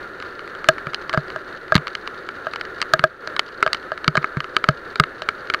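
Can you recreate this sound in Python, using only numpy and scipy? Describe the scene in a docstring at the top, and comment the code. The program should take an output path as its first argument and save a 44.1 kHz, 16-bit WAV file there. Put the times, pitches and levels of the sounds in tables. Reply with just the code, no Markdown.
"""Heavy rain on a mangrove creek, heard from a wooden boat through a camera's closed waterproof case.
Countless drops on water and leaves merge into a hiss, which the case colours hollow and dull.
Single drops strike the case and its mount: they tick, knock, ring and thump, and the hardest
overload the microphone. The camera's electronics whine faintly."""
import sys
import numpy as np
from scipy import signal
from scipy.fft import rfft, irfft, next_fast_len
from scipy.io import wavfile

SR = 44100
rng = np.random.default_rng(int(sys.argv[2]) if len(sys.argv) > 2 else 0)


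def unload_wav(signal):
    """Save mono or channel-first audio to the path in sys.argv[1] as 16-bit WAV at rate SR, clipped to [-1, 1]."""
    wavfile.write(
        sys.argv[1],
        SR,
        np.round(np.clip(np.atleast_2d(signal).T, -1, 1) * 32767).astype(np.int16),
    )


N = 246959
TIME_S = np.arange(N) / SR
AGE_S = np.arange(4096) / SR   # since a drop's impact

# Table levels are relative.
# rain on water through the case wall: f/Hz, level/dB
HISS_SPECTRUM = [(30, -13.5), (200, -13), (520, -5), (750, -14), (950, -14.5), (1400, -4.5), (1850, -11),
                 (2300, -21.5), (2800, -27), (4500, -35), (5200, -43.5), (7200, -48), (10000, -47),
                 (15500, -50)]
# case resonances: f/Hz, width/Hz, lift/dB
CASE_RESONANCES = [(374.5, 84, 7.5), (502, 46, 1.5), (1380, 186, 5.5), (1727, 200, 5.5), (2880, 140, 2.5),
                   (3700, 350, 6), (4310, 530, 8), (6200, 1900, 7.5)]
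# splash on the case: f/Hz, level/dB
SPLASH_SPECTRUM = [(100, -68), (700, -5.5), (1500, -0.5), (1850, 5), (2350, -5), (2750, 4), (3020, 7),
                   (3550, -3), (3780, 3.5), (4780, 3.5), (5150, -6), (6400, -11.5), (9000, -19),
                   (16000, -29)]
# electronic tones: f/Hz, level/dB
WHINE_TONES = [(8979, -82), (9055, -89), (11536, -89)]
# gain on wash and ticks, one brief dip, end values held: t/s, level/dB
BED_GAIN = [(3.05, 3.5), (3.085, -2.5), (3.2, -2), (3.222, 2.5)]
# modes of shell, stiff corners, flat panel and mount: f/Hz, level/dB, t60/s
SHELL_MODES = [(399.3, -20.5, 0.057), (970, -15.5, 0.014), (1270, -1, 0.023), (1574, -3, 0.015)]
CORNER_MODES = [(2184, -1, 0.014), (2510, -9, 0.014)]
PANEL_MODES = [(372, -22.5, 0.068), (630.8, -5, 0.057), (1260, 0.5, 0.021), (1628, -1, 0.031)]
MOUNT_MODES = [(65.5, -19.5, 0.074), (147.3, -0.5, 0.074), (224, 1.5, 0.0084)]
# drops on the shell, softer contact = lower top: t/s, knock/dB, splash/dB, splash top/Hz
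SHELL_DROPS = [(0.2012, -26, -22, 3480), (0.2245, -20.5, -20.5, 5000), (0.3927, -26, -22.5, 3500),
               (0.4763, -24.5, -21.5, 2830), (0.6433, -16, -21, 5550), (0.782, -19, -16, 2300),
               (0.934, -18.5, -17, 2500), (0.9454, -30, -6, 3800), (1.095, -16, -11, 3500),
               (1.1294, -18, -9, 2400), (1.3022, -24.5, -16.5, 2500), (1.745, -21, -12, 3800),
               (1.8704, -15.5, -11, 2700), (1.88, -20, -16, 3500), (1.9515, -16.5, -8, 3600),
               (2.0752, -23.5, -9.5, 2400), (2.2889, -17, -16, 2500), (2.5358, -17.5, -13.5, 2500),
               (2.5596, -18, -10.5, 2700), (2.6112, -15, -9.5, 2700), (2.6519, -26, -19, 3200),
               (2.8163, -18, 0.5, 3300), (2.8253, -13.5, -6.5, 2300), (3.3645, -14, -8, 3300),
               (3.3938, -10, 5, 2940), (3.6268, 1, -11, 9000), (3.6334, -18, -15, 3200),
               (3.676, -11, -12, 2400), (3.7312, -16, -0.5, 7000), (3.7464, -12.5, -6.5, 2600),
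               (3.9765, -21.5, -19, 4200), (4.044, -15.5, -13, 3500), (4.1705, -10.5, -6, 4200),
               (4.2282, -20, -30, 3500), (4.2434, -7, -22, 3500), (4.4041, -13, -8.5, 2000),
               (4.443, -20, -17, 2100), (4.566, -2, -3, 4400), (4.641, -6, -6.5, 2700),
               (4.9575, -11.5, -10.5, 3200), (5.0375, -10.5, -9.5, 2500), (5.2881, -5, -0.5, 2200),
               (5.5002, -7, -9, 4000), (5.5385, -15, -2, 2500), (5.5446, -6.5, -3.5, 1900)]
# drops on the panel: t/s, ring/dB, splash/dB
PANEL_DROPS = [(0.6876, 5, 7), (1.1373, -13, -12.5), (1.1449, -11, -17), (1.3607, -16, -17.5),
               (1.7218, -3.5, -17), (2.4683, -14, -21), (2.9364, 0, 1.5), (3.0393, 1.5, -11),
               (3.2741, -20, -13.5), (3.6636, -7.5, -12), (3.9185, -13.5, -21.5), (4.1539, -9, -11),
               (5.22, -20.5, -12.5)]
# drops that shake the mount: t/s, thump/dB, knock/dB, panel ring/dB, splash/dB
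MOUNT_DROPS = [(0.869, -21, -18, -24.5, -21), (1.1748, -8.5, -18.5, -10, -11.5),
               (1.7536, 0.5, -4.5, -23, 5), (1.7634, -6.5, -18, -20, 0.5), (1.779, -24, -14.5, -40, -13),
               (2.9935, -20, -9.5, -36, -7.5), (4.0788, -6.5, 0.5, -18.5, 3),
               (4.1753, -12, -3.5, -18.5, -18), (4.37, -11.5, -17, -27, -19.5),
               (4.6877, -2.5, -1, -4.5, -3.5), (4.9988, -5.5, 5, -10.5, 3)]


def from_db(db):
    """Decibels to gain."""
    return 10 ** (np.asarray(db) / 20)


def unit_rms(x):
    """Scale to rms 1."""
    return x / np.sqrt(np.mean(x ** 2) + 1e-20)


def add(out, t_s, sound):
    """Mix a sound in at t_s."""
    start = int(np.clip(round(t_s * SR), 0, N - 1))
    out[start:start + len(sound)] += sound[:N - start]


def drift(rate_hz):
    """Random wander, rms 1."""
    knots = rng.standard_normal(4000)
    return unit_rms(np.interp(TIME_S * rate_hz, np.arange(len(knots)), knots))


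def colour(x, spectrum, resonances=()):
    """Minimum-phase filter, unit power gain, from a spectrum and resonant lifts."""
    size = 2 * next_fast_len(len(x) // 2 + len(AGE_S))
    hz = np.arange(size // 2 + 1) * SR / size
    points_hz, points_db = np.transpose(spectrum)
    db = np.interp(np.log(hz + 1), np.log(points_hz), points_db)
    for centre_hz, width_hz, lift_db in resonances:
        db = db + lift_db / (1 + (2 * (hz - centre_hz) / width_hz) ** 2)
    cepstrum = irfft(np.log(from_db(db)))
    response = np.exp(rfft(2 * cepstrum[:size // 2], size))
    response /= np.sqrt(np.mean(np.abs(response) ** 2))
    return irfft(rfft(x, size) * response)[:len(x)]


def dull(x, top_hz):
    """One-pole low-pass: a soft, wet contact."""
    return signal.sosfilt(signal.butter(1, top_hz, fs=SR, output="sos"), x)


def impacts(per_s, spread_db, max_spreads):
    """Random clicks, many small, few large; rms 1."""
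    sizes = from_db(spread_db * np.minimum(rng.exponential(1, N), max_spreads))
    signs = rng.choice([-1, 1], N)
    return unit_rms(sizes * signs * (rng.random(N) < per_s / SR))


def rain_on_water(level_db, near_db, flutter_db):
    """Distinct near drops over a smooth wash of far ones, heard through the case."""
    far = rng.standard_normal(N)
    near = from_db(near_db) * impacts(per_s=2500, spread_db=3.5, max_spreads=2.94)
    gain = from_db(level_db + flutter_db * drift(rate_hz=27))
    return gain * colour(unit_rms(far + near), HISS_SPECTRUM, CASE_RESONANCES)


def patter(level_db, t60_s, top_hz):
    """Fine droplets on the case: short splashes through its resonances."""
    clicks = impacts(per_s=70, spread_db=6.5, max_spreads=1.55)
    decay = from_db(-60 * AGE_S / t60_s)
    power = signal.fftconvolve(clicks ** 2, decay ** 2)[:N]
    spray = np.sqrt(np.abs(power)) * rng.standard_normal(N)
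    inside = colour(spray, SPLASH_SPECTRUM, CASE_RESONANCES)
    return from_db(level_db) * unit_rms(dull(inside, top_hz))


def whine():
    """Thin steady tones of the camera's electronics."""
    return sum(np.sqrt(2) * from_db(db) * np.sin(2 * np.pi * hz * TIME_S) for hz, db in WHINE_TONES)


def splash(spray_gain, t60_s):
    """A drop's impact, then spray as it flattens; unit energy."""
    burst = spray_gain * rng.standard_normal(len(AGE_S)) * from_db(-60 * AGE_S / t60_s)
    burst[0] += 1
    return burst / np.linalg.norm(burst)


def struck(modes, detune, uneven_db=0.7):
    """One blow: damped sines, each scattered in pitch and strength."""
    hz, db, t60_s = np.transpose(modes)[:, :, None]
    pitch, strength = rng.standard_normal((2, len(modes), 1))
    signs = (-1) ** np.arange(len(modes))[:, None]
    envelope = from_db(db + uneven_db * strength - 60 * AGE_S / t60_s)
    return np.sum(signs * envelope * np.sin(2 * np.pi * hz * (1 + detune * pitch) * AGE_S), axis=0)


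def drop(splash_db, top_hz, knock_db, ring_db, thump_db):
    """One drop splashes and rings shell, corners, panel and mount; levels relative."""
    wet = colour(dull(splash(spray_gain=0.35, t60_s=0.011), top_hz), SPLASH_SPECTRUM)
    clack = np.hypot(from_db(knock_db - 4.5), from_db(splash_db - 15))   # both drive the corners
    return (from_db(splash_db + 10.5) * wet
            + from_db(knock_db) * struck(SHELL_MODES, detune=0.044)
            + clack * struck(CORNER_MODES, detune=0.029)
            + from_db(ring_db) * struck(PANEL_MODES, detune=0.0038)
            + from_db(thump_db) * struck(MOUNT_MODES, detune=0.02))


def shell_taps(to_panel_db, to_mount_db):
    """Taps on the shell; little reaches panel or mount."""
    out = np.zeros(N)
    for t_s, knock_db, splash_db, top_hz in SHELL_DROPS:
        add(out, t_s, drop(splash_db, top_hz, knock_db, knock_db + to_panel_db, knock_db + to_mount_db))
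    return out


def small_drops(count, level_db, spread_db, top_hz, knock_db, ring_db, thump_db):
    """Light ticks at random times; knock, ring and thump are offsets from the splash setting."""
    out = np.zeros(N)
    for when, size in rng.random((count, 2)):
        db = level_db + spread_db * (2 * size - 1)
        add(out, when * N / SR, drop(db, top_hz, db + knock_db, db + ring_db, db + thump_db))
    return out


def panel_hits(gain_db, top_hz, to_mount_db):
    """Hollow, pitched knocks on the panel over a slight thump; the shell stays still."""
    out = np.zeros(N)
    for t_s, ring_db, splash_db in PANEL_DROPS:
        add(out, t_s, drop(splash_db, top_hz, -np.inf, ring_db, ring_db + to_mount_db))
    return from_db(gain_db) * out


def mount_hits(top_hz):
    """Heavy drops rock the whole case: a low thump under the knock."""
    out = np.zeros(N)
    for t_s, thump_db, knock_db, ring_db, splash_db in MOUNT_DROPS:
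        add(out, t_s, drop(splash_db, top_hz, knock_db, ring_db, thump_db))
    return out


def scene():
    """Rain wash with close drops on top; mono."""
    wash = rain_on_water(level_db=-38, near_db=-3.5, flutter_db=1)
    wash += patter(level_db=-57, t60_s=0.035, top_hz=4500)
    wash += whine()
    ticks = small_drops(count=9, level_db=-29, spread_db=2, top_hz=3200,
                        knock_db=-6.5, ring_db=-18, thump_db=-31)
    bed_gain = from_db(np.interp(TIME_S, *np.transpose(BED_GAIN)))
    drops = (shell_taps(to_panel_db=-19, to_mount_db=-47)
             + panel_hits(gain_db=0.4, top_hz=4030, to_mount_db=-21)
             + mount_hits(top_hz=3080))
    return (bed_gain * (wash + ticks) + drops)[None]


def overload(x, knee):
    """Rounded saturation at full scale; higher knee = harder."""
    return x / (1 + np.abs(x) ** knee) ** (1 / knee)


def record(dry):
    """Microphone overload on the hardest drops, then a steep low-pass."""
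    cutoff_hz = 15700
    low_pass = signal.ellip(10, 0.1, 70, cutoff_hz, fs=SR, output="sos")
    return signal.sosfilt(low_pass, overload(dry, knee=10.3))


dry = scene()
out = record(dry)
unload_wav(out)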